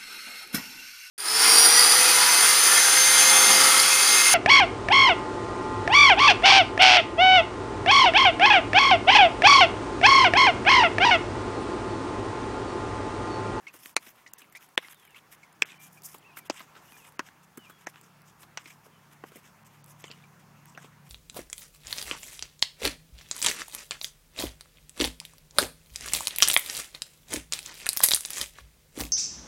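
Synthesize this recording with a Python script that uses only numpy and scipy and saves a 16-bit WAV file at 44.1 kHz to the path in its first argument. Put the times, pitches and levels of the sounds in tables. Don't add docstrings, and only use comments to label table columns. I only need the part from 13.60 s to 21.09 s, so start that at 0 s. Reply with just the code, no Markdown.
import sys
import numpy as np
from scipy import signal
from scipy.io import wavfile
from scipy.ndimage import uniform_filter1d

SR = 44100
rng = np.random.default_rng(int(sys.argv[2]) if len(sys.argv) > 2 else 0)


def invert_db(level):
    return 10 ** (np.asarray(level, dtype=float) / 20)


def file_out(sig):
    cols = np.atleast_2d(sig).T
    lim = np.clip(cols, -1, 1)
    pcm = np.round(lim * 32767).astype(np.int16)
    wavfile.write(sys.argv[1], SR, pcm)


N = 330309
SNAP_THUD_DB = -12


def rms_one(x):
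    return x / np.sqrt(np.mean(x ** 2) + 1e-20)


def in_time(rows):
    s, *columns = np.transpose(rows)
    return [np.interp(np.arange(N) / SR, s, c) for c in columns]


def band(x, low_hz, high_hz):
    edges_hz = [low_hz, min(high_hz, .45 * SR)]
    return signal.sosfilt(signal.butter(2, edges_hz, "band", fs=SR, output="sos"), x)


def resonance(x, hz, width):
    r = np.exp(-np.pi * width / SR)
    feedback = [1, -2 * r * np.cos(2 * np.pi * hz / SR), r * r]
    return signal.lfilter(np.array([1, 0, -1]) * (1 - r * r) / 2, feedback, x)


def hollow(hit, hz, width):
    wide = 1.35 * max(width, 150 + 0.11 * hz)
    once = resonance(hit, hz, wide)
    return resonance(once, hz, wide) + 0.64 * once


def drift(rate):
    r = np.exp(-80 * np.pi * rate / SR)
    slow = signal.lfilter([1], [1, -2 * r, r * r], rng.standard_normal(N // 40 + 2002))[2000:]
    return np.interp(np.arange(N) / 40, np.arange(len(slow)), rms_one(slow))


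def ticks(rows, rise_s, t60, tail_db, tail_t60, width, broad, crack_hz, uneven_db, lead_db=-40.0, swell_db=-40.0):
    out, t = np.zeros(N + 2048), np.arange(2048) / SR
    luck = rng.standard_normal((len(rows), 2, 2048))
    for (s, hz, ring_db, crack_db, thud_db), (a, b) in zip(rows, luck):
        rise_db = -30 * np.clip(1 - t / rise_s, 0, 1)
        burst = invert_db(rise_db - 60 * np.maximum(t - rise_s, 0) / t60)
        uneven = uneven_db * b.repeat(40)[:2048]
        tail = invert_db(tail_db - 60 * t / tail_t60 + uneven) * (t > rise_s)
        hit = a * (burst + tail)
        hit[round(rise_s * SR)] += invert_db(lead_db)
        struck = hit + invert_db(swell_db) * signal.unit_impulse(2048)
        ring = resonance(resonance(struck, hz, width), hz, 1.8 * width)
        ring = ring + broad * band(hit, 680, 4030)
        parts = band(hit, 202, 504), ring, band(hit, *crack_hz)
        at = round(s * SR)
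        for part, db in zip(parts, (thud_db, ring_db, crack_db)):
            loudest = np.sqrt(uniform_filter1d(part ** 2, size=176).max())
            out[at:at + 2048] += invert_db(db + 1.5) * part / loudest
    return out[:N]


def contacts(rows, width_share):
    out, click = np.zeros(N + 1024), np.r_[.5, 1, .5, np.zeros(1021)]
    for s, peak_db, hz in rows:
        width = width_share * hz + 150
        sound = resonance(resonance(click, hz, width), hz, width)
        at = round(s * SR)
        out[at:at + 1024] += invert_db(peak_db) * sound / np.abs(sound).max()
    return out[:N]


def coloured(whites, spectrum, patchy_db):
    hz, db = np.transpose(spectrum)
    out, edges = 0, 22 * 2 ** np.arange(0, 9.7, 1 / 3)
    for k, (low, high) in enumerate(zip(edges, edges[1:])):
        if hz[0] <= np.sqrt(low * high) <= hz[-1] * 1.1:
            level_db = np.interp(np.log(low * high) / 2, np.log(hz), db)
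            out = out + invert_db(level_db + patchy_db * drift(9.1)) * band(whites[k % 2], low, high)
    return rms_one(out)


def background():
    # f/Hz at first, width of rumble/Hz, level/dB
    harmonics = [(72, 6.8, -20.5), (115.7, 17, -9), (156.5, 44, -0.5), (185.7, 18, -5.5), (230, 23, -9.5)]
    # f/Hz, level per Hz/dB
    road_colour = [(22, -19), (50, -10), (85, -6), (140, -2.5), (300, -1.5), (560, -5.5), (950, 1.5),
                   (1300, -2.5), (2400, -8), (4200, -19), (6000, -17)]
    # t/s, level/dB
    nearing = [
        (0.0, -70),
        (0.4, -78),
        (1.5, -72),
        (2.3, -63.5),
        (3.1, -68),
        (4.5, -63.5),
        (5.7, -62.5),
        (6.6, -59),
        (7.49, -57.5),
    ]
    # t/s, level/dB
    traffic = [
        (0, -65),
        (1.3, -66.5),
        (1.9, -63.5),
        (2.5, -64),
        (3.2, -61.5),
        (3.9, -64.5),
        (7.49, -63.5),
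    ]
    sag_per_s = .0112
    (engine_db,), (road_db,) = in_time(nearing), in_time(traffic)
    white, t, hum = rng.standard_normal((4, N)), np.arange(N) / SR, 0
    turns = np.cumsum(1 - sag_per_s * t + 0.0039 * drift(2.38)) / SR
    for hz, width, db in harmonics:
        tone = np.sqrt(2) * invert_db(1.4 * drift(2.06)) * np.sin(2 * np.pi * hz * turns)
        centre = hz * (1 - sag_per_s * t[-1] * 0.61)
        rumble = rms_one(resonance(resonance(white[2], centre, width), centre, width))
        hum = hum + invert_db(db) * (tone + invert_db(-4) * rumble)
    engine = invert_db(engine_db + 0.5 + 0.61 * drift(14)) * rms_one(hum)
    road = invert_db(road_db + 3.0) * coloured(white, road_colour, patchy_db=2.0)
    hiss = invert_db(-70 + .8 * drift(3)) * rms_one(band(white[3], 3700, 18200))
    return engine + road + hiss


def tack_clinks():
    # t/s, ring f/Hz, ring level/dB, crack level/dB
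    clinks = [(0.068, 2140, -40, -81), (0.079, 2660, -48.5, -56), (.085, 2500, -53, -70),
              (0.663, 2010, -47, -89), (0.673, 1900, -60, -56), (0.95, 2070, -43, -68),
              (.955, 2190, -49, -69), (0.960, 2330, -50, -58), (0.972, 2400, -56.5, -57),
              (1.236, 2200, -53, -69), (1.246, 2100, -48, -72), (1.545, 2160, -50.5, -79),
              (1.559, 2610, -50, -72), (1.831, 2220, -51.5, -64), (2.373, 2400, -55.5, -66),
              (5.102, 2340, -51, -70), (6.638, 2330, -55, -82)]
    tack = [(*row, row[2] - 23) for row in clinks]
    return ticks(tack, 0.002, 0.049, -20, 0.098, width=190, broad=0.12,
                 crack_hz=(3400, 7000), uneven_db=7.0, swell_db=21.0)


def grains(spread_db):
    sizes = invert_db(spread_db * np.minimum(rng.exponential(1, (2, N)), 6))
    signs = rng.choice([-1, 1], (2, N))
    return sizes * signs * invert_db(2.43 * drift(86))


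def sand():
    # t/s, length/s, crunch level/dB, spray level/dB
    kicks = [(0.126, 0.055, -59, -62), (0.187, .13, -60.5, -60), (0.405, 0.11, -55.5, -62),
             (0.548, 0.08, -61, -71.5), (0.777, 0.02, -66, -61), (1, 0.061, -57, -62.5),
             (1.169, 0.14, -56, -65.5), (1.292, 0.049, -52.5, -57.5), (1.362, 0.17, -64.5, -72.5),
             (1.551, 0.044, -54, -66.5), (1.708, 0.045, -60, -60.5), (2.032, 0.047, -53.5, -60),
             (2.196, 0.085, -58, -57.5), (2.302, 0.087, -75, -65.5), (2.42, 0.16, -65, -59),
             (2.438, 0.033, -72, -50), (2.763, 0.03, -53, -52), (2.849, 0.023, -53, -57),
             (3.215, 0.26, -65.5, -64), (3.423, 0.077, -59, -60.5), (4.182, 0.064, -62, -68),
             (4.26, 0.02, -56, -61), (4.281, .02, -58, -59), (5.064, .024, -60, -60),
             (4.785, 0.067, -62.5, -61), (5.241, 0.026, -68, -63.5), (5.506, 0.039, -60.5, -66.5),
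             (5.655, 0.042, -64, -64), (5.724, 0.078, -63, -65), (6.042, 0.04, -71, -65.5),
             (0.947, 0.032, -64, -61.5), (6.107, 0.077, -68, -72.5), (6.27, 0.058, -62.5, -58.5),
             (6.383, 0.059, -59, -60), (7.45, 0.031, -65, -64.5)]
    # t/s, length/s, crunch level/dB, spray level/dB
    presses = [(0.756, 0.076, -59.5, -64), (2.033, 0.14, -56, -65.5), (2.903, 0.15, -55, -60),
               (3.152, 0.058, -61, -68.5), (3.644, 0.053, -58, -62.5), (3.828, 0.017, -67, -61),
               (4.016, 0.11, -65, -67.5), (4.324, 0.089, -58.5, -72), (4.406, .078, -69, -67.5),
               (4.655, 0.052, -67, -64), (4.99, 0.032, -56, -62), (5.025, 0.12, -56, -59),
               (5.831, 0.068, -61.5, -61.5), (6.43, 0.091, -61, -61.5), (6.484, 0.15, -62.5, -72),
               (6.788, 0.028, -64, -64.5), (7.042, .097, -76, -64.5), (7.178, 0.098, -60.5, -64)]
    # low f/Hz, high f/Hz
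    grain_bands = [
        (900, 3750),
        (4800, 8710),
        (9000, 15100),
    ]
    kick_dust_db, press_dust_db = 4.5, -1.5
    dust_fade_db_per_s = 0.8
    stroke_power = np.zeros((3, N))
    drags = [(*row, kick_dust_db) for row in kicks] + [(*row, press_dust_db) for row in presses]
    for s, length, crunch_db, spray_db, dust_db in drags:
        levels_db = crunch_db, spray_db, spray_db + dust_db - dust_fade_db_per_s * s
        a, b = round(s * SR), min(round((s + max(length, .005)) * SR), N)
        swell = 0.15 + 0.91 * np.sin(np.linspace(0, np.pi, b - a)) ** 2
        stroke_power[:, a:b] += swell * invert_db(np.array(levels_db))[:, None] ** 2
    smooth = uniform_filter1d(stroke_power, size=300)
    stroke = np.sqrt(np.abs(signal.lfilter([.008], [1, -.992], smooth)))
    grit, out = grains(3.93), 0
    for gain, (low, high) in zip(stroke, grain_bands):
        edges = np.geomspace(low, high, num=4)
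        patches = [invert_db(2.3 * drift(17.7)) * band(grit[k % 2], *edges[k:k + 2]) for k in range(3)]
        out = out + gain * rms_one(band(sum(patches), low, high))
    return out


def footfalls():
    # t/s, ring f/Hz, ring level/dB, crack level/dB, thud level/dB
    steps = [(.137, 1060, -50.5, -50.5, -54.5), (.463, 1980, -52, -68, -56), (.781, 1250, -65, -51.5, -66),
             (.815, 2620, -51.5, -55.5, -61), (.84, 2120, -58, -63, -70), (.921, 2010, -60, -55.5, -73),
             (1.723, 1950, -52.5, -54, -71), (2.431, 1220, -70, -50, -78), (2.541, 950, -45, -49, -50),
             (2.579, 1280, -80, -55.5, -65), (2.768, 1397, -41.5, -47, -55), (2.992, 2000, -47, -54, -60),
             (3.002, 1150, -43.5, -56, -57), (3.149, 1420, -54, -66, -66), (3.161, 1420, -50, -66, -61),
             (3.971, 1320, -49, -46, -59), (4.095, 1320, -49.5, -53, -54), (4.829, 1150, -51, -71, -60.5),
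             (5.055, 2220, -46, -75, -54.5), (5.257, 1460, -60.5, -66, -53.5), (5.716, 1320, -56, -61, -52),
             (5.755, 2040, -54, -51.5, -48), (6.499, 2780, -49, -68, -52), (7.146, 2630, -52.5, -71, -58),
             (7.241, 1000, -50.5, -63, -50)]
    return ticks(steps, 0.0027, 0.037, -6, 0.1, width=450, broad=0.36, crack_hz=(4600, 16000), uneven_db=5.0)


def flecks():
    # t/s, peak level/dB, ring f/Hz
    flung = [(0.1764, -43, 9980), (0.1904, -38, 8720), (0.2064, -45, 10900), (0.2414, -42, 11100),
             (0.2644, -32, 8530), (0.2724, -34, 9800), (0.3054, -44, 7160), (0.3296, -44, 8780),
             (0.7824, -45, 13200), (0.7944, -47, 5600), (0.8044, -42, 9280), (0.972, -32, 11200),
             (2.0757, -44, 5990), (2.1186, -44, 5630), (2.2038, -41, 9240), (2.2774, -46, 9920),
             (2.3774, -55, 6060), (2.4774, -39, 9980), (3.2364, -52, 13000), (3.301, -48, 12150),
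             (3.3444, -46, 5930), (3.4674, -49, 6200), (6.0514, -50, 7880), (6.059, -45, 7630)]
    return invert_db(-4.5) * contacts(flung, width_share=.25)


def pebble_snaps():
    # t/s, ring f/Hz, ring level/dB, crack level/dB
    snaps = [(0.256, 1960, -41.5, -45), (0.292, 2360, -54, -54), (0.733, 2650, -51, -40.5),
             (0.896, 1270, -64, -59), (1.282, 2410, -49, -63), (1.343, 1470, -58, -56.5),
             (1.449, 1280, -60, -56), (2.418, 1270, -68, -54), (3.319, 1240, -52, -57),
             (3.52, 1460, -60, -59), (3.685, 1650, -49.5, -73), (4.356, 2510, -50.5, -65),
             (4.41, 1030, -59, -53), (4.616, 1000, -77, -58), (6.24, 1350, -64, -53),
             (6.259, 1060, -69, -56), (7.054, 1680, -55, -53.5)]
    pebbles = [(*row, row[2] + SNAP_THUD_DB) for row in snaps]
    return ticks(pebbles, 0.00322, 0.0016, -25.0, 0.081, width=360, broad=0.72,
                 crack_hz=(5000, 16500), uneven_db=4.0, lead_db=16.0)


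def rolling_touches():
    # t/s, peak level/dB, ring f/Hz
    touches = [(0.3636, -32, 2130), (0.3653, -34, 1500), (.3700, -22, 1200), (.3705, -36, 8300),
               (.3662, -17, 4560), (1.1767, -18.5, 3080), (1.1781, -21, 1900), (1.1805, -37, 486),
               (1.1835, -31.5, 470), (1.1775, -37, 9150), (1.1785, -27, 7750), (1.1782, -23, 2350),
               (2.0207, -19, 2400), (2.0224, -6, 2450), (2.029, -29, 2500), (2.8972, -33, 1820),
               (2.9016, -27.5, 276), (2.9035, -26, 4930), (2.9078, -28, 5700), (2.9045, -25, 2630),
               (2.9083, -33, 2620), (2.9095, -37, 1220), (3.5921, -37, 1500), (3.5993, -29, 1180),
               (3.5972, -35, 5900), (3.5972, -48, 10400), (3.5948, -40, 6200), (3.6022, -33, 1380),
               (3.606, -36, 1794), (4.2647, -41, 1505), (4.2692, -30, 1900), (4.2711, -30, 686),
               (4.2722, -29, 1900), (4.2797, -38, 1900), (4.9733, -38, 2505), (4.977, -29, 5600),
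               (4.9925, -46, 2320), (5.6384, -38, 302)]
    return contacts(touches, width_share=0.32)


def lingering_rings():
    # t/s, peak level/dB, ring f/Hz
    lingers = [
        (.378, -34, 2170),
        (2.0215, -9, 2450),
        (2.0225, -21.5, 3340),
        (2.035, -35, 2250),
        (2.774, -35, 2180),
        (2.0212, -18, 1750),
        (2.8995, -25, 600),
        (.3652, -24, 1500),
        (1.188, -45, 1980),
    ]
    return contacts(lingers, width_share=.12)


def knocks():
    # t/s, peak level/dB, thud level/dB, bounce delay/s, bounce level/dB
    strides = [(0.366, -5, -2.5, 0.0057, -17), (1.1775, -3.5, -5, 0.0093, -21),
               (2.0215, -9.5, -11, 0.026, -27), (2.8993, -13.5, 3.5, 0.0037, -8),
               (3.5937, -17.5, -1, 0.0031, -7), (3.975, -35, 7, 0.004, -2), (4.27, -23, -1, 0.0078, -21),
               (4.974, -20, -16, 0.002, -10), (5.6385, -31.5, 5.5, 0.00261, 5),
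               (6.4413, -28, 0, 0.0081, -27), (6.514, -29.5, -8, 0.00097, -19),
               (7.176, -29.5, -1, 0.0031, -13)]
    # f/Hz, width/Hz, level/dB
    rings_near = [
        [(1250, 1400, 2.5), (2460, 260, 7.5), (4230, 400, 2.5), (6680, 700, 0), (9020, 650, -3)],
        [(890, 260, 1), (2000, 690, 3), (3500, 400, 2), (5660, 230, -15.5), (9150, 400, -18)],
        [(980, 600, -17), (1650, 300, -3.5), (2450, 300, -3.5), (3300, 250, -26.5), (5180, 450, -10.5),
         (7630, 665, -16)],
        [(950, 290, 5), (1600, 1200, -9.5), (2400, 620, -0.5), (4900, 540, -2), (6750, 670, -4.5)],
        [(1140, 360, 5), (1650, 215, 5.5), (2700, 570, -5.5), (5530, 1760, -12.5), (10400, 2000, -47)],
        [(170.5, 150, 15.5), (1320, 400, -13), (2250, 310, -6), (12100, 3900, -18)],
    ]
    # f/Hz, width/Hz, level/dB
    rings_away = [
        [(1150, 670, -2), (1830, 270, 5), (5140, 110, -10), (6100, 190, -5), (7740, 95, -18)],
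        [(810, 174, 2), (1580, 150, 6), (2650, 900, 1.5), (5970, 120, -4.5), (7500, 180, -12.5),
         (8600, 130, -29)],
        [(830, 760, 5.5), (2980, 110, -9), (5650, 280, -34)],
        [(1060, 120, 1.5), (2160, 110, 3.5), (3260, 160, 2.5), (6330, 1800, -10)],
        [(1900, 980, -1), (3000, 1300, -4), (4650, 710, 0), (7400, 3300, -17)],
        [(755, 130, 7.5), (1580, 120, 10), (2420, 220, -28), (5670, 240, -9)],
    ]
    out, t = np.zeros(N + 4096), np.arange(-256, 3840) / SR
    luck = rng.standard_normal((len(strides), 2, 4096))
    for stride, rings, (a, b) in zip(strides, rings_near + rings_away, luck):
        s, peak_db, thud_db, bounce_s, bounce_db = stride
        contact = .03 * invert_db(-.25 * peak_db) * a * np.exp(-np.abs(t) / 0.001)
        contact[256] = 1
        bounce = signal.lfilter([.3], [1, -.7], np.interp(t - bounce_s, t, contact, left=0))
        rattle_db = -36.5 - 0.54 * peak_db
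        uneven_db = 2.0 * b.repeat(40)[:4096]
        rattle = a * invert_db(rattle_db - 60 * t / 0.049 + uneven_db) * (t > 0)
        hit = contact + invert_db(bounce_db) * bounce + rattle
        modes = [(290, 303, thud_db)] + list(rings)
        sound = sum((-1) ** k * invert_db(db) * hollow(hit, hz, width) for k, (hz, width, db) in enumerate(modes))
        bare_click = invert_db(-30.5 - 0.23 * peak_db) * hit
        sound = band(sound + bare_click, 130, 18870)
        at = round(s * SR) - 256
        out[at:at + 4096] += invert_db(peak_db) * sound / np.abs(sound).max()
    return out[:N]


def bird():
    # t/s, length/s, from f/Hz, to f/Hz, level/dB
    slides = [(.69, .1, 2950, 2580, -76), (1.35, .205, 3730, 2520, -70), (2.1, .04, 3080, 3060, -72),
              (2.15, .032, 3060, 3040, -66), (2.182, 0.09, 2354, 2390, -60.5),
              (2.624, 0.014, 3260, 2600, -65), (2.643, 0.02, 2490, 2700, -61),
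              (2.661, 0.018, 2700, 2700, -58), (2.682, 0.029, 2600, 2525, -61),
              (2.71, 0.019, 2520, 2376, -64), (2.726, 0.012, 2375, 2700, -63),
              (2.739, 0.013, 3000, 2620, -66), (2.754, 0.012, 2620, 2910, -60),
              (2.768, 0.029, 2760, 2400, -62), (2.8, 0.04, 2390, 2240, -65),
              (3.279, 0.022, 2800, 2920, -65), (3.3, 0.017, 2940, 3200, -66),
              (3.323, 0.017, 2566, 2450, -61), (3.34, 0.03, 2430, 2370, -59.5),
              (3.381, 0.023, 3060, 2700, -64), (3.403, 0.045, 2690, 2444, -64),
              (3.988, 0.052, 3070, 2870, -62.5), (4.041, 0.029, 2870, 2400, -60),
              (4.065, 0.018, 2400, 2400, -57), (4.11, 0.075, 3350, 3300, -69),
              (5.32, 0.063, 3150, 2950, -72)]
    s, length, from_hz, to_hz, _ = np.transpose(slides)
    corners = np.maximum.accumulate(np.ravel([s, s + length], order="F"))
    hz, = in_time(np.transpose([corners, np.ravel([from_hz, to_hz], order="F")]))
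    waver, blow = drift(28), np.zeros(N)
    for s, length, *_, level_db in slides:
        blow[round(s * SR):round((s + length) * SR)] = invert_db(level_db)
    tone = np.sin(2 * np.pi * np.cumsum(hz * (1 + 0.00274 * waver)) / SR)
    out = np.sqrt(2) * invert_db(0.5 + 0.91 * waver) * uniform_filter1d(blow, size=300) * tone
    for lag_s, db in ((.011, -25), (.023, -17), (.041, -20)):
        lag = round(lag_s * SR)
        out[lag:] += invert_db(db) * out[:-lag].copy()
    return out


def stray_grit():
    # t/s, ring f/Hz, ring level/dB, crack level/dB
    specks = [(1.087, 1500, -66, -59), (1.396, 3000, -65, -60), (1.505, 2300, -70, -60),
              (1.474, 2250, -57, -61), (1.926, 2000, -65, -60.5), (2.087, 2170, -53, -62),
              (2.104, 2470, -55, -66), (2.118, 2450, -50, -68), (2.141, 2320, -54, -77),
              (2.789, 1870, -52, -62), (3.365, 1650, -54.5, -66), (3.449, 2065, -55, -66),
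              (3.477, 2350, -57, -66), (6.459, 2200, -56, -67), (6.468, 3100, -57, -70),
              (6.478, 3000, -51, -71), (6.522, 2900, -55, -72), (6.533, 2820, -54, -71),
              (6.621, 3500, -62, -71)]
    rows = [(*row, row[2] + SNAP_THUD_DB) for row in specks]
    return ticks(rows, 0.0012, 0.019, -22, 0.054, width=260, broad=0.2, crack_hz=(4000, 13000), uneven_db=6.0)


def scene():
    hooves = knocks() + rolling_touches() + lingering_rings() + footfalls()
    ground = sand() + flecks() + pebble_snaps() + stray_grit()
    return (hooves + ground + tack_clinks() + bird() + background())[None]


def treble_gaps(x):
    # t/s, length/s, silent above f/Hz
    gaps = [(.345, .0155, 60), (.72, .012, 4000), (.766, .012, 6500), (.944, .008, 8000),
            (6.037, .009, 3000), (2.0295, .027, 9500), (2.0325, .024, 6500), (6.253, .007, 9000),
            (1.159, .0145, 60), (2.0355, .021, 3300), (2.883, .012, 3000), (2.915, .01, 8500),
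            (3.575, .013, 3200), (3.986, .006, 4000), (4.254, .008, 3500), (6.225, .015, 7000),
            (6.43, .007, 5000), (6.5, .01, 8000), (.38, .01, 8000), (2.183, .006, 5000),
            (1.335, .007, 9000), (4.983, .006, 9000)]
    out = x.copy()
    for s, length, above_hz in gaps:
        a, b = round(s * SR), round((s + length) * SR)
        lowpass = signal.butter(10, above_hz, fs=SR, output="sos")
        low = signal.sosfiltfilt(lowpass, out[:, a - 400:b + 400])
        fade = signal.windows.tukey(b - a, .25)
        out[:, a:b] += fade * (low[:, 400:-400] - out[:, a:b])
    return out


def speckle(x):
    # t/s, length/s
    stretches = [(.06, .095), (.33, .065), (.7, .15), (.88, .12), (1.07, .03), (1.19, .04), (1.33, .04),
                 (1.435, .075), (1.755, .02), (1.87, .08), (2.11, .03), (2.18, .03), (2.405, .035),
                 (2.575, .035), (2.835, .06), (3.57, .06), (3.96, .04), (4.25, .04), (4.4, .03),
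                 (4.61, .04), (4.96, .035), (6.21, .06), (6.41, .11), (7.04, .03), (7.16, .03)]
    scrap_share, above_hz, quiet_db = .35, 5000, 9
    hz, t, cells = signal.stft(x, SR, nperseg=256, noverlap=192)
    luck = rng.random((len(hz) // 4 + 1, len(t) // 4 + 1))
    luck = luck.repeat(4, 0).repeat(4, 1)[:len(hz), :len(t)]
    inside = sum((t > s) & (t < s + length) for s, length in stretches) > 0
    local = uniform_filter1d(uniform_filter1d(np.abs(cells), size=5, axis=-1), size=5, axis=-2)
    quiet = local < invert_db(quiet_db) * np.median(local, axis=-1, keepdims=True)
    lost = (luck < scrap_share) & inside & (hz[:, None] > above_hz) & quiet
    return x - signal.istft(cells * lost, SR, nperseg=256, noverlap=192)[1][:, :N]


def top_cut(x):
    return signal.sosfilt(signal.butter(12, 16870, fs=SR, output="sos"), x)


def record(dry):
    out = signal.sosfilt(signal.cheby2(18, 50, 16200, fs=SR, output="sos"), dry)
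    return top_cut(speckle(treble_gaps(out)))


dry = scene()
out = record(dry)
file_out(out)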